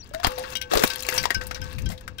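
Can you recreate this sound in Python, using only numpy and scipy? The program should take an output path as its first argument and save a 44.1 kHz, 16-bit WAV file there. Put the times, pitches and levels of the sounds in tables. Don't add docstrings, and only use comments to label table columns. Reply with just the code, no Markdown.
import sys
import numpy as np
from scipy import signal
from scipy.fft import rfft, irfft, next_fast_len
from scipy.io import wavfile
from scipy.ndimage import map_coordinates

SR = 44100
rng = np.random.default_rng(int(sys.argv[2]) if len(sys.argv) > 2 else 0)


def transcribe(signal):
    frames = np.atleast_2d(signal).T
    limited = np.clip(frames, -1, 1)
    pcm = np.round(limited * 32767).astype(np.int16)
    wavfile.write(sys.argv[1], SR, pcm)


def natural_amplitude(level_db):
    exponent = np.asarray(level_db, float) / 20
    return 10 ** exponent


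N = 97020

# (frequency [Hz], level [dB])
SHELL_COLOUR = [(200, -16), (600, -2.5), (2000, -6), (8000, -5.5), (16000, -8)]
# (frequency [Hz], level [dB])
BURST_COLOUR = [(150, 9), (400, 6), (1300, 3.5), (3200, -4), (8900, -12.5), (16000, -6.5)]


def unit(x):
    return x / np.sqrt(np.mean(x ** 2, axis=-1, keepdims=True) + 1e-20)


def along(points, hz):
    f, v = np.transpose(points)
    return np.interp(np.log(hz + 1), np.log(f + 1), v)


def curves(rows):
    s, *cols = np.transpose(rows)
    return [np.interp(np.arange(N) / SR, s, c) for c in cols]


def wobble(rate):
    knots = rng.standard_normal(int(N * 200 / SR))
    return map_coordinates(knots, [np.arange(N) * rate / SR])


def filtered(x, response):
    n = x.shape[-1]
    m = next_fast_len(n + 8192)
    return irfft(rfft(x, m) * response(np.fft.rfftfreq(m, 1 / SR)), m)[..., :n]


def noise(spectrum, size=N):
    return unit(filtered(rng.standard_normal(size), lambda hz: natural_amplitude(along(spectrum, hz))))


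def add(track, s, x):
    part = track[..., max(round(s * SR), 0):][..., :x.shape[-1]]
    part += x[..., :part.shape[-1]]


def dying(t60, rise_s=0.000063):
    t = np.arange(SR * 2 // 5) / SR
    decay = natural_amplitude(-60 * t / max(t60, .004))
    return t, decay * (1 - np.exp(-t / rise_s))


def ringing(modes):
    def response(f):
        total = 0
        for k, (c, w, db) in enumerate(modes):
            total = total + (-1) ** k * natural_amplitude(db) * 1j * f * w / (c * c - f * f + 1j * f * w)
        return total
    return response


def engine():
    # (frequency [Hz], level [dB])
    colour = [(20, -1.5), (60, 5.5), (220, -8.5), (450, -15), (1200, -30), (3000, -124)]
    shared = noise(colour)
    left = shared + 0.55 * noise(colour)
    right = shared + 0.39 * noise(colour)
    return natural_amplitude(-48 + 0.34 * wobble(11.2)) * np.array([left, right])


def wind():
    # (time [s], level [dB])
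    gusts = [(0, -60), (1.1, -69), (1.2, -40.5), (1.335, -63), (1.365, -36), (1.44, -49), (1.48, -41.5),
             (1.57, -51), (1.615, -37.5), (1.72, -49), (1.79, -34), (1.81, -41), (1.87, -31), (1.93, -38),
             (1.98, -61), (2.14, -47.5), (2.2, -65)]
    # (frequency [Hz], level [dB])
    buffet = [(20, 2.5), (90, 8.5), (250, -8), (500, -92), (1200, -76)]
    lumpy = unit(natural_amplitude(3.3 * wobble(31.77)) * noise(buffet))
    left = 1.66 * np.tanh(lumpy)
    right = natural_amplitude(-16) * noise(buffet)
    return natural_amplitude(curves(gusts)[0] + 10.0) * np.array([left, right])


def bird():
    # (time [s], length [s], start pitch [Hz], end pitch [Hz], level [dB])
    chirps = [
        (0, .022, 6150, 5330, -41),
        (0.022, 0.023, 3970, 5130, -43),
        (0.351, 0.0224, 6160, 5400, -45),
    ]
    out = np.zeros(N)
    for s, length, from_hz, to_hz, db in chirps:
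        u = np.linspace(0, 1, int(length * SR))
        turn = 2 * np.pi * np.cumsum(from_hz + (to_hz - from_hz) * u) / SR
        add(out, s, natural_amplitude(db) * np.sin(np.pi * u) ** .5 * np.sin(turn))
    return out


def crunch():
    # (time [s], crunch level [dB])
    press = [(0, -63.5), (.22, -55.5), (.28, -48), (.46, -48.5), (.535, -40), (.55, -57.5), (.69, -58.5),
             (.72, -36), (.86, -37.5), (1.0, -49.5), (1.15, -35.5), (1.29, -48), (1.42, -50), (1.6, -56),
             (1.7, -47), (1.9, -60.5), (2.05, -60), (2.2, -67)]
    # (frequency [Hz], level [dB])
    grit_colour = [(250, -44), (600, 0), (1500, -6), (3000, 10), (6000, 8), (9000, 5.5), (16000, -8)]
    # (frequency [Hz], width [Hz], level [dB])
    body_modes = [(915, 15, 14), (1112, 11.6, 13.5), (1297, 11, 4.5), (1533, 15, 10), (1678, 48, 10.5),
                  (2286, 36, 2.5), (2673, 90, 7), (3430, 16, -5.5), (3790, 51, -8)]
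    grains_per_s, grain_hz, grain_octaves = 900, 7800, 0.66
    grain_spread_db, grain_cycles = 3, 2.5
    grind_db, body_db = 1.5, 0.5
    bright_hz, bright_grows, full_db = 6200, .85, -39

    db, = curves(press)
    count = int(min(grains_per_s * N / SR, 4000))
    when, high, size, life = rng.random((4, 4000))[:, :count]
    octaves = grain_octaves * np.log(high / (1 - high)) / 2
    hz = np.clip(grain_hz * 2 ** octaves, 3500, 21000)[:, None]
    i = np.arange(600)
    turns = hz * i / SR
    strength = natural_amplitude(grain_spread_db * np.minimum(-np.log(size), 3))[:, None]
    decay = np.exp(-turns / (grain_cycles * (life[:, None] + .3)))
    shape = strength * np.sin(2 * np.pi * turns) * decay
    place = (when * N).astype(int)[:, None] + i
    grains = np.bincount(place.ravel(), shape.ravel(), minlength=N)[:N]

    grind = unit(filtered(noise(BURST_COLOUR), lambda f: f ** 2 / (f ** 2 + 600 ** 2)))
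    grit = unit(filtered(grains, lambda f: natural_amplitude(along(grit_colour, f)))) + natural_amplitude(grind_db) * grind
    treble = filtered(grit, lambda f: 1 / (1 + (bright_hz / (f + 1)) ** 6))
    grit = grit - treble * (1 - natural_amplitude(bright_grows * np.minimum(db - full_db, 0)))
    body = unit(filtered(rng.standard_normal(N), ringing(body_modes)))
    return natural_amplitude(db + 2.13 * wobble(29.41)) * (grit + natural_amplitude(body_db) * body)


def splinters():
    # (time [s], peak level [dB], pitch [Hz])
    breaks = [(0.0434, -45, 4850), (0.075, -47, 3000), (0.0918, -41.5, 7160), (0.3055, -34, 3280),
              (0.32, -32, 3000), (0.3842, -26, 4470), (0.3938, -29, 9300), (0.4034, -41, 3060),
              (0.4276, -36, 4910), (0.4374, -42, 3270), (0.5036, -32, 6300), (0.5695, -21, 5770),
              (0.5824, -38, 3100), (0.623, -24.5, 3830), (0.7228, -34, 3430), (0.737, -24, 5020),
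              (0.7733, -26, 5600), (0.7976, -32, 3040), (0.7976, -27, 3500), (0.9348, -26, 4640),
              (0.958, -19, 3220), (0.9764, -39, 3460), (0.9824, -31, 5200), (1.005, -23.5, 3150),
              (1.032, -22.5, 4090), (1.066, -21, 4500), (1.1001, -20, 4960), (1.1413, -21.5, 12600),
              (1.1657, -23, 5440), (1.2154, -31, 5200), (1.2301, -22.5, 4120), (1.4365, -34, 4970),
              (1.641, -36, 5800), (1.728, -35.5, 4200), (1.7644, -45, 4070), (1.8208, -36.5, 6310),
              (2.0093, -39.5, 3300)]
    ring_db, width_share, low_hz = 2, .05, 3000
    out = np.zeros(N)
    for s, db, pitch_hz in breaks:
        t, env = dying(.014)
        others = rng.uniform(3000, 14000, size=3)
        modes = ringing([(c, width_share * c, ring_db - 6 * (c != pitch_hz)) for c in [pitch_hz, *others]])
        tick = filtered(env * rng.standard_normal(len(t)),
                        lambda f: modes(f) - 0.19 * (f / (low_hz + 1j * f)) ** 2)
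        add(out, s, natural_amplitude(db + 3) * tick / np.abs(tick).max())
    return out


def creak():
    # (time [s], pitch [Hz], level [dB])
    slips = [
        (.112, 570, -52.5),
        (.138, 600, -66),
        (.146, 639, -37.5),
        (.19, 668, -55),
        (.2, 683, -42),
        (.235, 740, -71),
    ]
    t = np.arange(N) / SR
    hz, db = curves(slips)
    turn = 2 * np.pi * np.cumsum(hz + 4 * wobble(128)) / SR
    tone = np.sin(turn) + 0.037 * np.sin(3 * turn)
    return natural_amplitude(db + 15) * tone * (t > slips[0][0]) * (t < slips[-1][0])


def snaps():
    # (time [s], peak level [dB], pitch [Hz], t60 [s],
    # treble [dB])
    breaking = [(0.136, -25.5, 1420, 0.083, -5.5), (0.147, -18, 1770, 0.016, -8.5),
                (0.199, -30.5, 1000, 0.027, -6), (0.2, -29, 1680, 0.021, -27),
                (0.232, -19, 1320, 0.078, -9.5), (0.239, -17.5, 4200, 0.022, 1),
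                (0.246, -1.5, 780, 0.029, -19), (0.257, -17.5, 1150, 0.19, -48),
                (0.317, -25, 1180, 0.053, -18), (0.377, -22.5, 740, 0.16, -29),
                (0.437, -25, 1490, 0.099, -40), (0.704, -31, 1630, 0.24, -14),
                (0.715, -14.5, 1050, 0.0094, -45), (0.735, -5.5, 740, 0.031, -7.5),
                (0.7718, -6, 423, 0.053, -10), (0.7935, -11.5, 430, 0.039, -9.5),
                (0.824, -9.5, 1710, 0.027, -6), (0.875, -13.5, 4020, 0.03, 6.5),
                (0.935, -16.5, 4470, 0.012, -18), (0.956, -27, 1740, 0.082, -10),
                (0.99, -25, 4900, 0.12, -2), (1.024, -17.5, 2960, 0.02, 9),
                (1.049, -22.5, 2520, 0.063, -10), (1.087, -5.5, 2130, 0.033, -4),
                (1.124, -15.5, 1680, 0.04, -16),
                (1.237, -15, 1840, 0.073, -9), (1.2548, -5.5, 855, 0.028, -16),
                 (1.2988, -29, 1780, 0.024, -28), (1.3045, -7.5, 1790, 0.038, -8.5),
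                 (1.313, -25.5, 1700, 0.054, -24), (1.411, -22.5, 1610, 0.077, -13),
                 (1.468, -20, 4500, 0.043, 19), (1.51, -17.5, 1620, 0.043, -13),
                 (1.556, -26.5, 1570, 0.1, -14), (1.783, -24.5, 2450, 0.068, -2.5),
                 (1.89, -26, 6800, 0.018, -4), (1.899, -26.5, 665, 0.15, -8),
                 (1.917, -27, 2050, 0.061, -0.5), (1.977, -33.5, 3670, 0.053, -7),
                 (2.01, -37, 1550, 0.036, -6), (2.078, -21, 1400, 0.036, -8)]
    pitch_db, pitch_octaves = 13.5, 0.26
    out = np.zeros(N)
    for s, db, pitch_hz, t60, treble_db in breaking:
        t, env = dying(t60, 0.0091 * t60)

        def tint(hz):
            octaves = np.log2((hz + 1) / pitch_hz)
            return natural_amplitude(along(SHELL_COLOUR, hz) + pitch_db * np.exp(-.5 * (octaves / pitch_octaves) ** 2))

        burst = unit(filtered(rng.standard_normal(len(t)), tint))
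        burst = filtered(burst, lambda hz: natural_amplitude(along([(5000, 0), (9000, treble_db)], hz)))
        burst = natural_amplitude(0.64 * wobble(230)[:len(t)]) * env * burst
        add(out, s, natural_amplitude(db - 0.5) * burst / np.abs(burst).max())
    return out


def bursts():
    # (time [s], peak level [dB], air push level [dB], left over right [dB])
    pops = [
        (0.269, -3.5, -34, -3.5),
        (0.7533, -6, -32.5, 7.5),
        (0.837, 4.5, -37, 0),
    ]
    push_s, push_pan_db = 0.0036, 39.5
    sides = np.array([[.5], [-.5]])
    out = np.zeros((2, N))
    for s, db, push_db, pan_db in pops:
        t, env = dying(0.053, 0.004)
        env = env + natural_amplitude(4.5) * dying(0.013)[1]
        a = noise(BURST_COLOUR, size=len(t))
        b = noise(BURST_COLOUR, size=len(t))
        crack = env * np.array([a, 0.033 * a + 0.55 * b]) * natural_amplitude(pan_db * sides)
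        u = t / push_s
        push = natural_amplitude(push_db + 8.5) * u * (2 - u) * np.exp(-u) * natural_amplitude(push_pan_db * sides)
        add(out, s, natural_amplitude(db - 9.5) * crack + push)
    return out


def cup():
    # (time [s], level [dB])
    jolts = [(0.284, -27.5), (0.371, -26), (.49, -48), (.62, -43.5), (.74, -24.5), (.86, -47),
             (0.961, -39.5), (1.049, -33.5), (1.121, -27), (1.401, -36.5), (1.51, -43.5), (1.575, -42.5),
             (1.66, -45), (1.79, -47.5), (1.93, -45.5)]
    # (frequency [Hz], pitch wander [Hz], level [dB])
    cup_modes = [
        (509.2, 4.82, -4.5),
        (860, 8.5, -13.5),
    ]
    t, swell = np.arange(N) / SR, np.zeros(N)
    for s, db in jolts:
        add(swell, s, natural_amplitude(db + 6.5) * dying(0.38, 0.013)[1])
    swell = swell + natural_amplitude(-46 - 1.5 * t) * (t > jolts[0][0])
    hum = np.zeros(N)
    for hz, wander_hz, db in cup_modes:
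        level = natural_amplitude(db + 1.4 * wobble(29.45))
        cycles = hz * t + np.cumsum(wander_hz * wobble(39.5)) / SR
        hum += level * np.sin(2 * np.pi * cycles)
    return swell * hum


def rattles():
    # (time [s], peak level [dB], long ring level [dB], pitch of the part hit hardest [Hz])
    knocks = [
        (0.5531, -9, -47, 3400),
        (0.614, -10, -44, 3510),
        (0.9001, -9, -37, 4300),
        (1.1784, 0, -40, 5760),
        (1.3449, -8, -31.5, 5500),
        (1.5454, -16.5, -60, 6300),
        (1.6157, -20, -43, 5900),
        (1.8586, -20, -49, 4360),
        (2.1839, -18.5, -45, 3400),
    ]
    # (frequency [Hz], level [dB])
    parts_modes = [(2164, -24), (2310, -4), (2530, -2), (2880, 1), (3090, -6.5), (3200, 1), (3750, -7),
                   (3880, -4), (4150, -10.5), (4670, -4.5), (4820, -13), (5170, -5), (5690, -4), (6035, -7)]
    buzz_colour = [(1200, -30), (2200, 12.5), (6000, -2.5), (9000, -11)]  # (Hz, dB)
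    part_cycles = 290
    favour_db, favour_octaves = 9, 0.19
    ring_hz, ring_t60, ring_rise_s = 1545.7, 0.22, 0.011
    parts_db, buzz_db, click_db = -8, -15.5, -16
    out = np.zeros(N)
    for s, db, ring_db, part_hz in knocks:
        t, scuff = dying(0.02)
        knock = scuff * noise(SHELL_COLOUR, size=len(t))
        modes = []
        for hz, level in parts_modes:
            lift_db = favour_db * np.exp(-.5 * (np.log2(hz / part_hz) / favour_octaves) ** 2)
            detuned_hz = hz * (1 + .008 * rng.normal())
            modes.append((detuned_hz, 2.2 * hz / part_cycles, level + lift_db + rng.normal(0, 2.5)))
        parts = filtered(knock, ringing(modes)) * natural_amplitude(2.5 * wobble(250)[:len(t)])
        buzz = natural_amplitude(buzz_db) * dying(0.088)[1] * noise(buzz_colour, size=len(t))
        ring_level = natural_amplitude(ring_db + 16 + 1.5 * wobble(60)[:len(t)])
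        ring = ring_level * dying(ring_t60, ring_rise_s)[1] * np.sin(2 * np.pi * ring_hz * t)
        chatter = natural_amplitude(parts_db) * (parts / np.abs(parts).max() + buzz)
        add(out, s, natural_amplitude(db) * (chatter + natural_amplitude(click_db) * knock) + ring)
    return out


def squash():
    # (time [s], level [dB])
    buckling = [
        (.705, -65),
        (.716, -26),
        (.74, -23),
        (.76, -35),
        (.774, -21),
        (.785, -34),
        (.796, -45),
        (.82, -20.5),
        (.835, -60),
    ]
    # (frequency [Hz], width [Hz], level [dB])
    hollow = [
        (404, 110, 0),
        (600, 150, -8),
        (1180, 80, -10),
    ]
    t = np.arange(N) / SR
    level = natural_amplitude(curves(buckling)[0] + 3 * wobble(150))
    groan = level * unit(filtered(rng.standard_normal(N), ringing(hollow)))
    groan = groan * (t < buckling[-1][0]) * (t > buckling[0][0])
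    return groan * [[1], [-.6]]


def ports(x):
    # (frequency [Hz], level [dB])
    shadow = [(100, 9.5), (500, -3.5), (1200, -16), (3400, -18.5), (3800, -97), (16000, -55)]
    yard_db, yard_t60, yard_top_hz, lag_s = -16, 0.093, 6000, 0.00049
    t, env = dying(yard_t60, 0.003)
    tail = env * filtered(rng.standard_normal((2, len(t))), lambda hz: 1 / (1 + (hz / yard_top_hz) ** 2))
    tail = tail / np.linalg.norm(tail[0])
    wet = x + natural_amplitude(yard_db) * signal.fftconvolve(x[None], tail, axes=1)[:, :N]
    right = filtered(wet[1], lambda hz: natural_amplitude(along(shadow, hz)) * np.exp(-2j * np.pi * hz * lag_s))
    return np.array([wet[0], right])


def scene():
    near = 1.467 * (bird() + crunch() + splinters() + snaps() + rattles())
    near = near + 1.095 * (creak() + cup())
    return engine() + wind() + ports(near) + bursts() + 1.45 * squash()


def roll_off(x):
    return signal.sosfilt(signal.butter(12, 16820, fs=SR, output="sos"), x)


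def record(dry):
    top_hz, above_top_db, end_hz = 15700, -22, 16800
    mix = filtered(np.tanh(dry), lambda hz: natural_amplitude(above_top_db * (hz > top_hz)) * (hz < end_hz))
    return roll_off(mix)


dry = scene()
out = record(dry)
transcribe(out)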